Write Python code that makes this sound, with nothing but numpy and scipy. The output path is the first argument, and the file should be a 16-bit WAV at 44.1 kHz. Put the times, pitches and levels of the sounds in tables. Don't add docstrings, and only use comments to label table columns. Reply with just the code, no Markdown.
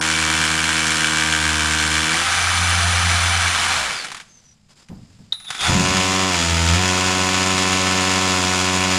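import sys
import numpy as np
from scipy import signal
from scipy.fft import rfft, irfft
from scipy.io import wavfile

SR = 44100
rng = np.random.default_rng(int(sys.argv[2]) if len(sys.argv) > 2 else 0)


def to_wav(s):
    ch = np.atleast_2d(s).T
    pcm = np.round(np.clip(ch, -1, 1) * 32767)
    wavfile.write(sys.argv[1], SR, pcm.astype(np.int16))


N = 396018
T = np.arange(N) / SR
HZ = np.fft.rfftfreq(N, 1 / SR)

# (time [s], speed [turns/s])
BORING_SPEED_1 = [(0.0, 79.7), (1.03, 79.2), (1.44, 77.8), (1.89, 77.8), (2.08, 79.3)]
# (time [s], speed [turns/s])
FULL_SPEED_2 = [(5.85, 93.2), (6.27, 94.3), (6.41, 84.3), (6.5, 83.7), (6.71, 83.3), (6.8, 91.9),
                (7.44, 93.25), (8.3, 93.4), (8.38, 91.9), (8.98, 93.07)]
THUD_ORDERS_1 = [1.5, -1, 0.5, -13, -7.5, -10, -14, -8, -8, -8.5, -3.5, -4]
THUD_ORDERS_2 = [1.5, 0, -2, -8, -5, -7.5, -2, -12, -4.5, 0, -6]
# (frequency [Hz], relative density [dB per Hz])
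STRIKE_COLOUR_1 = [(350, -27), (900, -11.5), (1500, -4.5), (2000, -7), (3300, -7.5), (3900, -11.5),
                   (7500, -11.5), (9600, -15), (12000, -35), (15000, -41.5)]
STRIKE_COLOUR_2 = [(350, -12.5), (700, -6), (2400, -3), (3900, -7.5), (7400, -8.5), (9600, -17.5),
                   (11500, -30.5), (15000, -38.5)]
# (frequency [Hz], relative density [dB per Hz])
GEAR_COLOUR = [(90, -16), (180, -10), (350, -17), (600, -15.5), (750, -4), (900, -7.5), (1300, -2),
               (2000, -4), (5000, -9.5), (9500, -13.5), (12000, -33), (15000, -42)]
# (frequency [Hz], width [Hz], lift [dB])
STEEL_MODES_1 = [(1570, 460, 2.5), (2314, 105, 7.5), (3035, 120, 4.5), (3470, 130, 5), (4134, 53, 7.5),
                 (7560, 120, 5)]
STEEL_MODES_2 = [(1306, 63, 4), (1480, 24, 5.5), (1627, 63, -7), (2660, 160, 1.5), (3360, 180, 3.5),
                 (4990, 130, 4.5), (6880, 230, 5)]
# (multiple of crank speed, relative level [dB])
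WHINE_ORDERS = [(14.5, -12.5), (18.4, -16.5), (69, -16), (110.5, -16), (166, -40)]
# (multiple of crank speed, level [dB])
HUM_ORDERS = [(6, -47.5), (8, -38), (9, -35.5), (11, -37)]
# (time [s], level [dB])
SHAKE_LEVEL_1 = [(0.0, -39), (0.24, -31.5), (1.13, -38), (1.5, -27), (2.01, -29), (2.09, -43),
                 (2.62, -23.5), (3.02, -21), (3.45, -25.5), (3.62, -37.5)]
# (time [s], relative speed, pitch [Hz], level [dB])
TRIGGER_STEPS = [(5.323, .13, 3820, -44), (5.467, .34, 3610, -36), (5.59, 0.97, 3470, -24.5)]
# (frequency [Hz], level [dB])
SWITCHING_TONES = [(9846, -49), (14150, -67)]
# (time [s], relative level [dB])
KNOCK_HITS = [(4.045, -15.5), (4.117, -18), (4.146, -21), (4.167, -25.5), (4.2, -25.5), (4.886, -35),
              (5.326, -22.5), (5.5039, -11), (5.5488, -22), (5.609, -16)]
# (time [s], level [dB], t60 [s])
BUMP_HITS = [(4.891, -26, .45), (5.08, -48, 0.32), (5.18, -40, 0.48), (5.68, -16, 0.91)]
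# (time [s], length [s], first pitch [Hz], last pitch [Hz], level [dB])
SQUEAL_SWEEPS = [(3.93, .12, 5170, 4150, -33), (4.271, 0.16, 6400, 6000, -51),
                 (4.42, 0.13, 6100, 5800, -54)]
# (time [s], length [s], level [dB])
RUSTLE_SWELLS = [(4.097, 0.47, -58), (4.685, .055, -53), (4.752, 0.1, -52.5), (4.84, .55, -58.5)]
# (frequency [Hz], relative density [dB per Hz])
RUSTLE_TONE = [(300, -13), (900, -15), (4300, -15.5), (5000, -9.5), (5700, -19), (7500, -13.5),
               (14000, -43.5)]
# (frequency [Hz], relative density [dB per Hz])
ROOM_COLOUR = [(30, -7), (220, -4), (300, -26), (1000, -30), (2200, -58)]

PULL_OUT_S, PULL_OUT_TAKES_S = 2.076, 0.18
LET_GO_S, COAST_S, COAST_POWER = 3.746, .58, 1.25
FREE_SPEED, FREE_SAG_PER_S = 87.8, 1.1
PING_SWELL_S = .5
CHIRP_S, CHIRP_LENGTH_S, CHIRP_HZ, CHIRP_DB = 5.3228, 0.0048, 3770, -12.5
SPIN_UP_LAG_S = .05
BITE_S, BITE_TAKES_S = 5.67, 0.047
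BOOM_DB, BOOM_T60 = -19.5, 1.7
LOUD_SPEED, LOUDNESS_POWER = 81.7, 1.61
ROOM_DB = -58
EDGE_HZ = 15400


def first_drill(whine_width_hz=110, whine_db=-25, free_whine_db=6.5, coasting_whine_db=-3,
                ping_db=-25, ping_swell_db=5.5):
    bite = 1 - ramp(PULL_OUT_S, PULL_OUT_TAKES_S)
    free_speed = FREE_SPEED - FREE_SAG_PER_S * (T - PULL_OUT_S)
    coasting = (1 - ramp(LET_GO_S, COAST_S)) ** COAST_POWER
    speed = (bite * follow(BORING_SPEED_1) + (1 - bite) * free_speed) * coasting
    ping_swell = arch(PING_SWELL_S, PULL_OUT_S - PING_SWELL_S)
    body = drill(speed, bite, THUD_ORDERS_1, STRIKE_COLOUR_1, STEEL_MODES_1,
                 strike_db=-19.0, gears_db=-18.7, thud_db=-30.5,
                 shake_db=follow(SHAKE_LEVEL_1), second_db=-15.5,
                 ping_hz=1563, ping_t60=0.019, ping_db=ping_db + ping_swell_db * ping_swell,
                 crack_t60=0.0035, tail_db=-3.5, tail_t60=0.11,
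                 ring_hz=3400, grit_db=-2, uneven_db=0.8)
    motor = speed * (1 + .007 * drift(60))
    whine = sum(amp(db) * fuzzy_tone(order * motor, whine_width_hz) for order, db in WHINE_ORDERS)
    free_swell = np.sqrt(arch(PULL_OUT_S, LET_GO_S - PULL_OUT_S))
    whine_level_db = whine_db + free_whine_db * free_swell + coasting_whine_db * (T > LET_GO_S)
    return body + effort(speed) * amp(whine_level_db) * whine


def second_drill(thud_db=-28.0, labour_thud_db=-4, shake_db=-30.5, labour_shake_db=15.0,
                 shake_lag_s=0.12, groan_db=-23, groan_lag_s=0.04, boom_width_hz=18):
    full_speed = follow(FULL_SPEED_2)
    share, _, _ = trigger()
    speed = full_speed * lagged(share, SPIN_UP_LAG_S)
    labour = (full_speed.max() - full_speed) / np.ptp(full_speed)
    bite = ramp(BITE_S, BITE_TAKES_S)
    body = drill(speed, bite, THUD_ORDERS_2, STRIKE_COLOUR_2, STEEL_MODES_2,
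                 strike_db=-20.0, gears_db=-17.8, thud_db=thud_db + labour_thud_db * labour,
                 shake_db=shake_db + labour_shake_db * lagged(labour, shake_lag_s) ** 2, second_db=-12.5,
                 ping_hz=2680, ping_t60=0.011, ping_db=-18 - 6.2 * labour,
                 crack_t60=0.0074, tail_db=2.5, tail_t60=0.11,
                 ring_hz=4760, grit_db=-4, uneven_db=1.1)
    boom = amp(BOOM_DB) * bite * dying(T - BITE_S, BOOM_T60) * fuzzy_tone(2 * speed, boom_width_hz)
    slipping = np.sin(np.pi * lagged(labour, groan_lag_s) ** 2) ** 2
    groan_tone = np.sin(3 * 2 * np.pi * np.cumsum(speed) / SR)
    groan = amp(groan_db) * bite * slipping * groan_tone
    return body + boom + groan


def drill(speed, bite, thud_orders, strike_colour, steel_modes, strike_db, gears_db, thud_db,
          shake_db, second_db, ping_hz, ping_t60, ping_db, **blow):
    speed = np.maximum(speed, .1)
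    turns = np.cumsum(speed * (1 + .0018 * drift(15))) / SR
    struck = amp(strike_db) * colour(hammer(turns, speed, **blow), strike_colour, steel_modes)
    struck += amp(thud_db) * thud(turns, thud_orders)
    since_blow = turns % 1 / speed
    ping = amp(ping_db + 2 * drift(30)) * dying(since_blow, ping_t60)
    ping *= np.sin(2 * np.pi * ping_hz * since_blow)
    whirring = amp(gears_db) * colour(gears(turns, speed), GEAR_COLOUR, steel_modes)
    hum = sum(amp(db) * (1 + .5 * drift(8.9)) * np.sin(2 * np.pi * order * turns)
              for order, db in HUM_ORDERS)
    shake = np.sin(2 * np.pi * turns)
    shake += amp(second_db) * (1 + .5 * drift(34)) * np.sin(4 * np.pi * turns)
    shake *= np.sqrt(2) * amp(shake_db + drift(16))
    loud = effort(speed)
    boring = np.sqrt(bite) * (struck + ping)
    running_free = np.sqrt(1 - bite) * (whirring + loud * hum)
    return loud * (boring + running_free + loud ** 2 * shake)


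def hammer(turns, speed, crack_t60, tail_db, tail_t60, ring_hz, grit_db, uneven_db,
           jitter_s=.00002, lowest_ring_hz=1100):
    t = np.arange(4096) / SR
    shape = dying(t, crack_t60) + amp(tail_db) * dying(t, tail_t60)
    shape /= np.linalg.norm(shape)
    clicks = blows(turns, jitter_s, uneven_db) * np.sqrt(SR / speed)
    modes = rfft(shape * rng.standard_normal(len(t)))
    response = irfft(modes / abs(modes) ** (3 / 4))
    ring = signal.oaconvolve(clicks, response / np.linalg.norm(response))[:N]
    grit_power = abs(signal.oaconvolve(clicks ** 2, shape ** 2)[:N])
    grit = noise() * np.sqrt(grit_power)
    alike = 1 / (1 + amp(2 * grit_db) + (HZ / ring_hz) ** 2)
    ring_part = rfft(ring) * np.sqrt(alike) * (HZ > lowest_ring_hz)
    return irfft(ring_part + rfft(grit) * np.sqrt(1 - alike), N)


def blows(turns, jitter_s, uneven_db):
    at = np.flatnonzero(np.diff(np.floor(turns)) > 0)
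    late, size = rng.standard_normal((len(at), 2)).T
    landing = at + np.round(late * jitter_s * SR).astype(int)
    clicks = np.zeros(N)
    clicks[np.clip(landing, 0, N - 1)] = amp(uneven_db * size)
    return clicks


def thud(turns, orders_db, waver=.22):
    tones = []
    for order, db in enumerate(orders_db, 2):
        tone = np.cos(2 * np.pi * (order * turns + rng.random()))
        tones.append(amp(db) * (1 + waver * drift(46.0)) * tone)
    return sum(tones) / np.std(sum(tones[1:5]))


def gears(turns, speed, rattle=0.059, slack_hz=45, grain_db=1.1):
    depth = np.clip(rattle + (slack_hz / (speed + slack_hz)) ** 2, 0, .9)
    knock = evened(np.exp(-4 * (2 * turns % 1)))
    return noise() * (1 - depth + depth * knock) * amp(grain_db * drift(300))


def effort(speed):
    return np.minimum(speed / LOUD_SPEED, 1) ** LOUDNESS_POWER


def trigger():
    s, share, hz, db = np.transpose(TRIGGER_STEPS)
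    step = np.searchsorted(s[1:], T)
    return share[step] / share[-1] * (T > s[0]), hz[step], db[step]


def motor_start(width_hz=220, edge_s=0.00085, ring_db=-28, ring_t60=0.14, whistle_rise_db=4):
    share, hz, db = trigger()
    chirp_end = CHIRP_S + CHIRP_LENGTH_S
    chirp_gate = ramp(CHIRP_S, edge_s) - ramp(chirp_end, edge_s)
    chirp = amp(CHIRP_DB) * chirp_gate * np.sqrt(2) * np.sin(2 * np.pi * CHIRP_HZ * T)
    song_level = amp(db) + amp(ring_db) * dying(T - chirp_end, ring_t60)
    song = song_level * fuzzy_tone(hz, width_hz)
    whistle = sum(amp(tone_db) * np.sqrt(2) * np.sin(2 * np.pi * tone_hz * T + .6 * drift(30))
                  for tone_hz, tone_db in SWITCHING_TONES)
    starting = ramp(chirp_end, edge_s) - ramp(BITE_S, BITE_TAKES_S)
    return chirp + starting * (song + amp(whistle_rise_db * share) * whistle)


def knocks(level_db=-9, t60=0.044, tail_db=-16, tail_t60=0.31):
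    shape = sum(amp(db) * (dying(T - s, t60) + amp(tail_db) * dying(T - s, tail_t60))
                for s, db in KNOCK_HITS)
    return amp(level_db) * colour(noise() * shape, GEAR_COLOUR)


def bumps(rise_s=0.018):
    shape = sum(amp(db) * dying(T - s, t60) * ramp(s, rise_s) for s, db, t60 in BUMP_HITS)
    # (frequency [Hz], relative density [dB per Hz])
    dull = [(30, -16), (130, -3.5), (220, -8.5), (350, -25.0), (800, -33), (4000, -63)]
    return colour(noise() * shape, dull)


def squeals(width_hz=200):
    return sum(amp(db) * arch(s, length) * fuzzy_tone(first + (last - first) * ramp(s, length), width_hz)
               for s, length, first, last, db in SQUEAL_SWEEPS)


def rustle(scrape_db=1.5, hiss_db=-64):
    handling_power = sum(amp(2 * db) * arch(s, length) for s, length, db in RUSTLE_SWELLS)
    level = np.sqrt(amp(2 * hiss_db) + handling_power)
    return level * amp(scrape_db * drift(90)) * colour(noise(), RUSTLE_TONE)


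def room():
    return amp(ROOM_DB) * colour(noise(), ROOM_COLOUR)


def amp(db):
    return 10 ** (np.asarray(db) / 20)


def evened(x):
    return x / np.sqrt(np.mean(x ** 2) + 1e-20)


def follow(rows):
    return np.interp(T, *np.transpose(rows))


def ramp(start_s, length_s):
    return np.clip((T - start_s) / length_s, 0, 1)


def arch(start_s, length_s):
    return np.sin(np.pi * ramp(start_s, length_s))


def dying(t, t60):
    return amp(-60 * np.maximum(t, 0) / t60) * (t >= 0)


def lagged(x, lag_s):
    keep = np.exp(-1 / (lag_s * SR))
    return signal.lfilter([1 - keep], [1, -keep], x)


def noise():
    return rng.standard_normal(N)


def drift(hz):
    return evened(irfft(rfft(noise()) / (1 + (HZ / hz) ** 4), N))


def fuzzy_tone(hz, width_hz):
    turn = np.exp(2j * np.pi * np.cumsum(hz) / SR)
    return (turn * (drift(width_hz) + 1j * drift(width_hz))).real


def colour(x, spectrum, resonances=()):
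    f, db = np.transpose(spectrum)
    db = np.interp(np.log(HZ + 1), np.log(f + 1), db)
    for hz, width, lift_db in resonances:
        db = db + lift_db / (1 + (2 * (HZ - hz) / width) ** 2)
    log_gain = np.log(evened(amp(db)))
    mirrored = np.r_[log_gain, log_gain[-2:0:-1]]
    phase = -signal.hilbert(mirrored).imag[:len(HZ)]
    return irfft(rfft(x) * np.exp(log_gain + 1j * phase), N)


def scene():
    drills = first_drill() + second_drill() + motor_start()
    hits = knocks() + bumps()
    background = room() + rustle() + squeals()
    return (drills + hits + background)[None]


def record(dry, dip_hz=8280, dip_width_hz=450, dip_db=-6):
    dip = amp(dip_db / (1 + (2 * (HZ - dip_hz) / dip_width_hz) ** 2))
    heard = irfft(rfft(dry) * dip, N)
    band_limit = signal.firwin(511, EDGE_HZ, window=("kaiser", 9), fs=SR)
    return signal.oaconvolve(heard, band_limit[None], "same")


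dry = scene()
out = record(dry)
to_wav(out)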